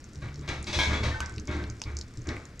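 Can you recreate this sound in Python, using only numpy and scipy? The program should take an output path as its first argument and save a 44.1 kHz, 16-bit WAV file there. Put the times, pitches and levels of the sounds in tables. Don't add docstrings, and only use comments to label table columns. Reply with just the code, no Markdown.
import sys
import numpy as np
from scipy import signal
from scipy.fft import rfft, irfft
from scipy.io import wavfile
from scipy.ndimage import uniform_filter1d

SR = 44100
rng = np.random.default_rng(int(sys.argv[2]) if len(sys.argv) > 2 else 0)


def pcm_store(signal):
    levels = np.round(np.clip(np.atleast_2d(signal), -1, 1) * 32767)
    wavfile.write(sys.argv[1], SR, levels.astype(np.int16).T)


N = 114660
T, HZ = np.arange(N) / SR, np.fft.rfftfreq(N, 1 / SR) + 1e-3

# (time [s], dull clatter [dB], bright clatter [dB], ringing steel [dB])
DRAWER_JOLTS = [(0.216, -42.5, -47, -70), (0.416, -46, -53, -84), (0.475, -32.5, -33, -45),
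                (.666, -37.5, -30, -47.5), (0.727, -33.5, -24, -41.5), (.786, -39, -25.5, -26),
                (.7975, -53, -40.5, -32.5), (.832, -44, -68, -37), (0.887, -32.5, -37.5, -67),
                (.928, -36.5, -33, -38), (1.03, -28.5, -28.5, -40), (1.205, -39.5, -42, -70),
                (1.476, -36, -45.5, -46.5), (1.509, -41, -40.5, -61), (1.573, -40.5, -52, -59),
                (1.855, -42.5, -50, -58), (2.253, -43.5, -67, -68), (2.281, -38.5, -41, -67)]


def undb(db):
    return 10 ** (np.asarray(db) / 20)


def unit_rms(x):
    return x / np.sqrt(np.mean(x ** 2))


def on_hz(table):
    hz, value = np.array(table, float).T
    return np.interp(np.log(HZ), np.log(hz), value)


def colour(x, spectrum):
    gain = undb(on_hz(spectrum)) * (HZ > spectrum[0][0]) * (HZ < spectrum[-1][0])
    return irfft(rfft(x) * unit_rms(gain), N)


def ring(x, hz, t60):
    pole = np.exp(2j * np.pi * hz / SR - np.log(1000) / (t60 * SR))
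    return signal.lfilter([1], [1, -pole], x).imag


def fade(start, t60, rise_s=.003):
    age = np.maximum(T - start, 0)
    return (1 - np.exp(-age / rise_s)) * undb(-60 * age / t60)


def clicks(per_s, spread_db):
    chance, sign, size = rng.random((3, N))
    return (chance < per_s / SR) * np.sign(sign - .5) * undb(-spread_db * np.log(size + 1e-9))


def mic_ports(x, unrelated):
    # (frequency [Hz], coherence [0-1])
    likeness = [(100, .999), (300, .995), (700, .97), (1500, .93), (4000, .7), (12000, .6)]
    # (frequency [Hz], level [dB])
    left_level = [(200, 0), (600, 2.6), (2500, 1.5), (6000, 2.2), (12000, 0)]
    # (frequency [Hz], phase [rad])
    left_phase = [(100, 0), (450, -.15), (2500, -1.1), (3200, -.6), (6000, -.2)]
    coherence = np.clip(on_hz(likeness), 0, 1)
    mid = rfft(x) * np.sqrt((1 + coherence) / 2)
    side = rfft(unrelated) * np.sqrt((1 - coherence) / 2)
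    tilt = undb(on_hz(left_level) / 2) * np.exp(.5j * on_hz(left_phase))
    return np.array([irfft((mid + side) * tilt, N), irfft((mid - side) / tilt, N)])


def kitchen(x, wet_db, low_t60=.5, treble_t60=.45):
    t, wet = T[:SR // 2], undb(wet_db)
    def tail():
        noise = rng.standard_normal((2, len(t)))
        low = uniform_filter1d(noise[0], size=9) * undb(-60 * t / low_t60) * 3
        response = (low + noise[1] * undb(-60 * t / treble_t60)) * np.minimum(t / .0026, 1)
        return signal.fftconvolve(x, response / np.sqrt(np.sum(response ** 2)))[:N]
    total = np.hypot(1, wet)
    return mic_ports(x + wet * tail(), total * tail()) / total


def room_tone(level_db=-47):
    # (frequency [Hz], level [dB])
    spectrum = [(20, 1), (45, -3.5), (85, -3), (320, -12.5), (830, -29), (1450, -24), (2300, -27.5),
                (3000, -34), (5400, -33), (7700, -42), (15500, -58.5)]
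    return mic_ports(*(colour(noise, spectrum) for noise in rng.standard_normal((2, N)))) * undb(level_db)


def frying(pop_db=14, snap_db=-9, crackle_db=-66, hiss_db=-7, left_db=-.5):
    # (time [s], level [dB], pitch [Hz])
    spits = [(.0422, -42, 6400), (.1047, -62, 5800), (.1486, -51, 6940), (.1565, -40.5, 5300),
             (.2868, -42.5, 2600), (.3433, -44, 5630), (.358, -42.5, 5300), (.3926, -42.5, 5270),
             (0.49, -27, 5430), (.628, -36.5, 7760), (.6434, -37.5, 5540), (1.2044, -15, 990),
             (1.2045, -28.5, 2900), (1.2047, -30.5, 5840), (1.2599, -35, 6000), (1.2957, -38, 6800),
             (1.3229, -47, 6700), (1.3399, -43, 5950), (1.3618, -41, 5700), (1.3813, -36.5, 4080),
             (1.3815, -36, 2330), (1.398, -37.5, 5900), (1.4541, -45, 6500), (1.4735, -35, 6240),
             (1.6395, -32, 3530), (1.7, -37, 5560), (1.801, -44, 5100), (1.8172, -31, 990),
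             (1.8173, -31, 2860), (1.8174, -24.5, 5820), (1.8382, -32, 4660), (1.9687, -28, 6200),
             (1.9884, -32, 6000), (2.0122, -27.5, 4960), (2.173, -38.5, 5660), (2.2179, -43, 6050),
             (2.2715, -37.5, 6200), (2.2895, -33, 3700), (2.2901, -35, 5470), (2.367, -33, 2140),
             (2.4538, -37, 5900), (2.5944, -31, 6100)]
    length, spit_t60, hiss_t60 = 600, .009, .1
    fat, decay = np.zeros(N + length), undb(-60 * T[:length] / spit_t60)
    bursts = rng.standard_normal((len(spits), length))
    bursts[:, 8] += undb(pop_db)
    for (start, db, hz), burst in zip(spits, bursts):
        pitched = signal.lfilter(*signal.butter(2, [hz / 1.25, hz * 1.25], "bandpass", fs=SR), burst)
        i = int(start * SR)
        fat[i:i + length] += undb(db) * (unit_rms(pitched) + undb(snap_db) * unit_rms(burst)) * decay
    crackle_band = signal.butter(2, [4800, 8500], "bandpass", fs=SR)
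    crackle = signal.lfilter(*crackle_band, clicks(per_s=120, spread_db=2.5))
    fat = fat[:N] + undb(crackle_db) * unit_rms(crackle)
    fat = signal.lfilter(*signal.butter(3, 7900, fs=SR), fat)
    pan = rng.standard_normal((2, 6000)) + rng.standard_normal(6000)
    pan *= undb(-60 * T[:6000] / hiss_t60)
    pan /= np.sqrt(np.sum(pan ** 2) / 2)
    hiss = signal.fftconvolve(fat[None], pan, axes=1)[:, :N]
    return (fat + undb(hiss_db) * hiss) * undb([[left_db / 2], [-left_db / 2]])


def cabinet():
    # (time [s], bass level [dB], panel level [dB])
    thumps = [(0.049, -46, -55), (0.159, -35.5, -51), (0.223, -31, -42), (.38, -37, -39.5),
              (0.476, -29.5, -34.5), (0.582, -32, -42), (0.67, -34, -35.5), (0.76, -23, -31.5),
              (0.864, -22.5, -32), (0.908, -24, -28.5), (1.003, -23.5, -32), (1.059, -22, -36),
              (1.2, -29.5, -43), (1.311, -36.5, -45.5), (1.366, -32, -38), (1.476, -27, -32),
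              (1.542, -28, -31.5), (1.611, -30.5, -36), (1.676, -31, -43), (1.854, -28.5, -41),
              (1.932, -29, -45), (2.168, -31.5, -42.5), (2.268, -28, -30.5), (2.31, -59, -46)]
    # (frequency [Hz], nominal width [Hz], level [dB])
    carcass = [(46.4, 40, -15), (72.4, 6.2, -4), (112.2, 19.4, -9)]
    # (frequency [Hz], nominal width [Hz], level [dB])
    panels = [(151.6, 35, -2.5), (202, 23.4, 0.5), (261.7, 31.5, -4), (297.8, 27, 1), (350.5, 11.7, -1.5),
              (417.8, 24, -6)]
    # (time [s], pitch [Hz], level [dB])
    hum_path = [(.13, 147.4, -74), (0.169, 145.8, -45), (.55, 141.2, -41.5), (0.641, 135, -46)]
    starts, bass_db, panel_db = np.array(thumps).T
    envelopes = np.array([fade(start, t60=.42, rise_s=.0067) for start in starts])
    rumble = 0
    for levels, modes in ((bass_db, carcass), (panel_db, panels)):
        bumps, body = clicks(per_s=250, spread_db=1.2), 0
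        for hz, width, db in modes:
            t60 = 1.92 / width
            body += undb(db) * unit_rms(ring(ring(bumps, hz, t60), hz, t60))
        body /= np.sqrt(uniform_filter1d(body ** 2, size=SR // 30) + .023 * np.mean(body ** 2))
        rumble += body * np.sqrt(undb(2 * levels) @ envelopes ** 2)
    times, hum_hz, hum_db = np.array(hum_path).T
    hum = np.sqrt(2) * np.sin(2 * np.pi * np.cumsum(np.interp(T, times, hum_hz)) / SR)
    return rumble + hum * undb(np.interp(T, times, hum_db, left=-99, right=-99))


def rattle(starts, levels_db):
    envelopes = np.array([fade(start, t60=.18) for start in starts])
    return undb(levels_db) @ envelopes * unit_rms(clicks(per_s=3500, spread_db=2.5))


def pings():
    # (time [s], pitch [Hz], level [dB])
    notes = [(0.939, 3400, -33.5), (.978, 3400, -32), (1.114, 1810, -33.5), (1.142, 1531, -29.5),
             (1.155, 878, -36), (1.208, 1531, -31), (1.292, 1500, -47), (1.595, 1550, -38)]
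    return sum(undb(db) * fade(t, t60=.2) * np.sin(2 * np.pi * hz * (T - t)) for t, hz, db in notes)


def ringing_steel(rattle_db=-27, scatter_db=2.5, lag_s=.0035, t60_at_1khz=.17):
    # (frequency [Hz], level [dB])
    modes = [(905, -5), (995, -4), (1560, -8), (1650, -7), (2185, 2), (2277, 2), (2415, -8), (3200, -6),
             (3375, -7), (3510, -7)]
    starts, _, _, steel_db = np.array(DRAWER_JOLTS).T
    jostle, steel = rattle(starts, steel_db) * undb(rattle_db), 0
    uneven_db = scatter_db * rng.standard_normal((len(starts), len(modes)))
    for (hz, db), offset_db in zip(modes, uneven_db.T):
        push = jostle.copy()
        push[((starts + lag_s) * SR).astype(int)] += undb(steel_db + offset_db)
        steel += undb(db) * ring(push, hz, t60_at_1khz * (hz / 1000) ** -.2)
    return steel


def clatter():
    # (frequency [Hz], level [dB])
    dull = [(450, -2.5), (620, -0.5), (780, -7), (1000, -3), (1300, -1), (1850, -3.5), (2250, 0.5),
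            (2700, -14.5), (4000, -21)]
    # (frequency [Hz], level [dB])
    bright = [(1530, -17), (2600, -2.5), (2880, -7), (3400, 1), (3800, 2.5), (4850, -0.5), (6450, -5.5),
              (15000, -42.5)]
    starts, dull_db, bright_db, _ = np.array(DRAWER_JOLTS).T
    return colour(rattle(starts, dull_db), dull) + colour(rattle(starts, bright_db), bright)


def scene():
    tone, rumble, tools = room_tone(), cabinet(), clatter()
    steel = ringing_steel() + pings()
    drawer = kitchen(tools, wet_db=6.5) + kitchen(steel, wet_db=-13)
    return tone + mic_ports(rumble, np.roll(rumble, 900)) + frying() + drawer


def record(dry, top_hz=15300):
    return signal.sosfilt(signal.ellip(10, 1, 70, top_hz, fs=SR, output="sos"), dry)


dry = scene()
out = record(dry)
pcm_store(out)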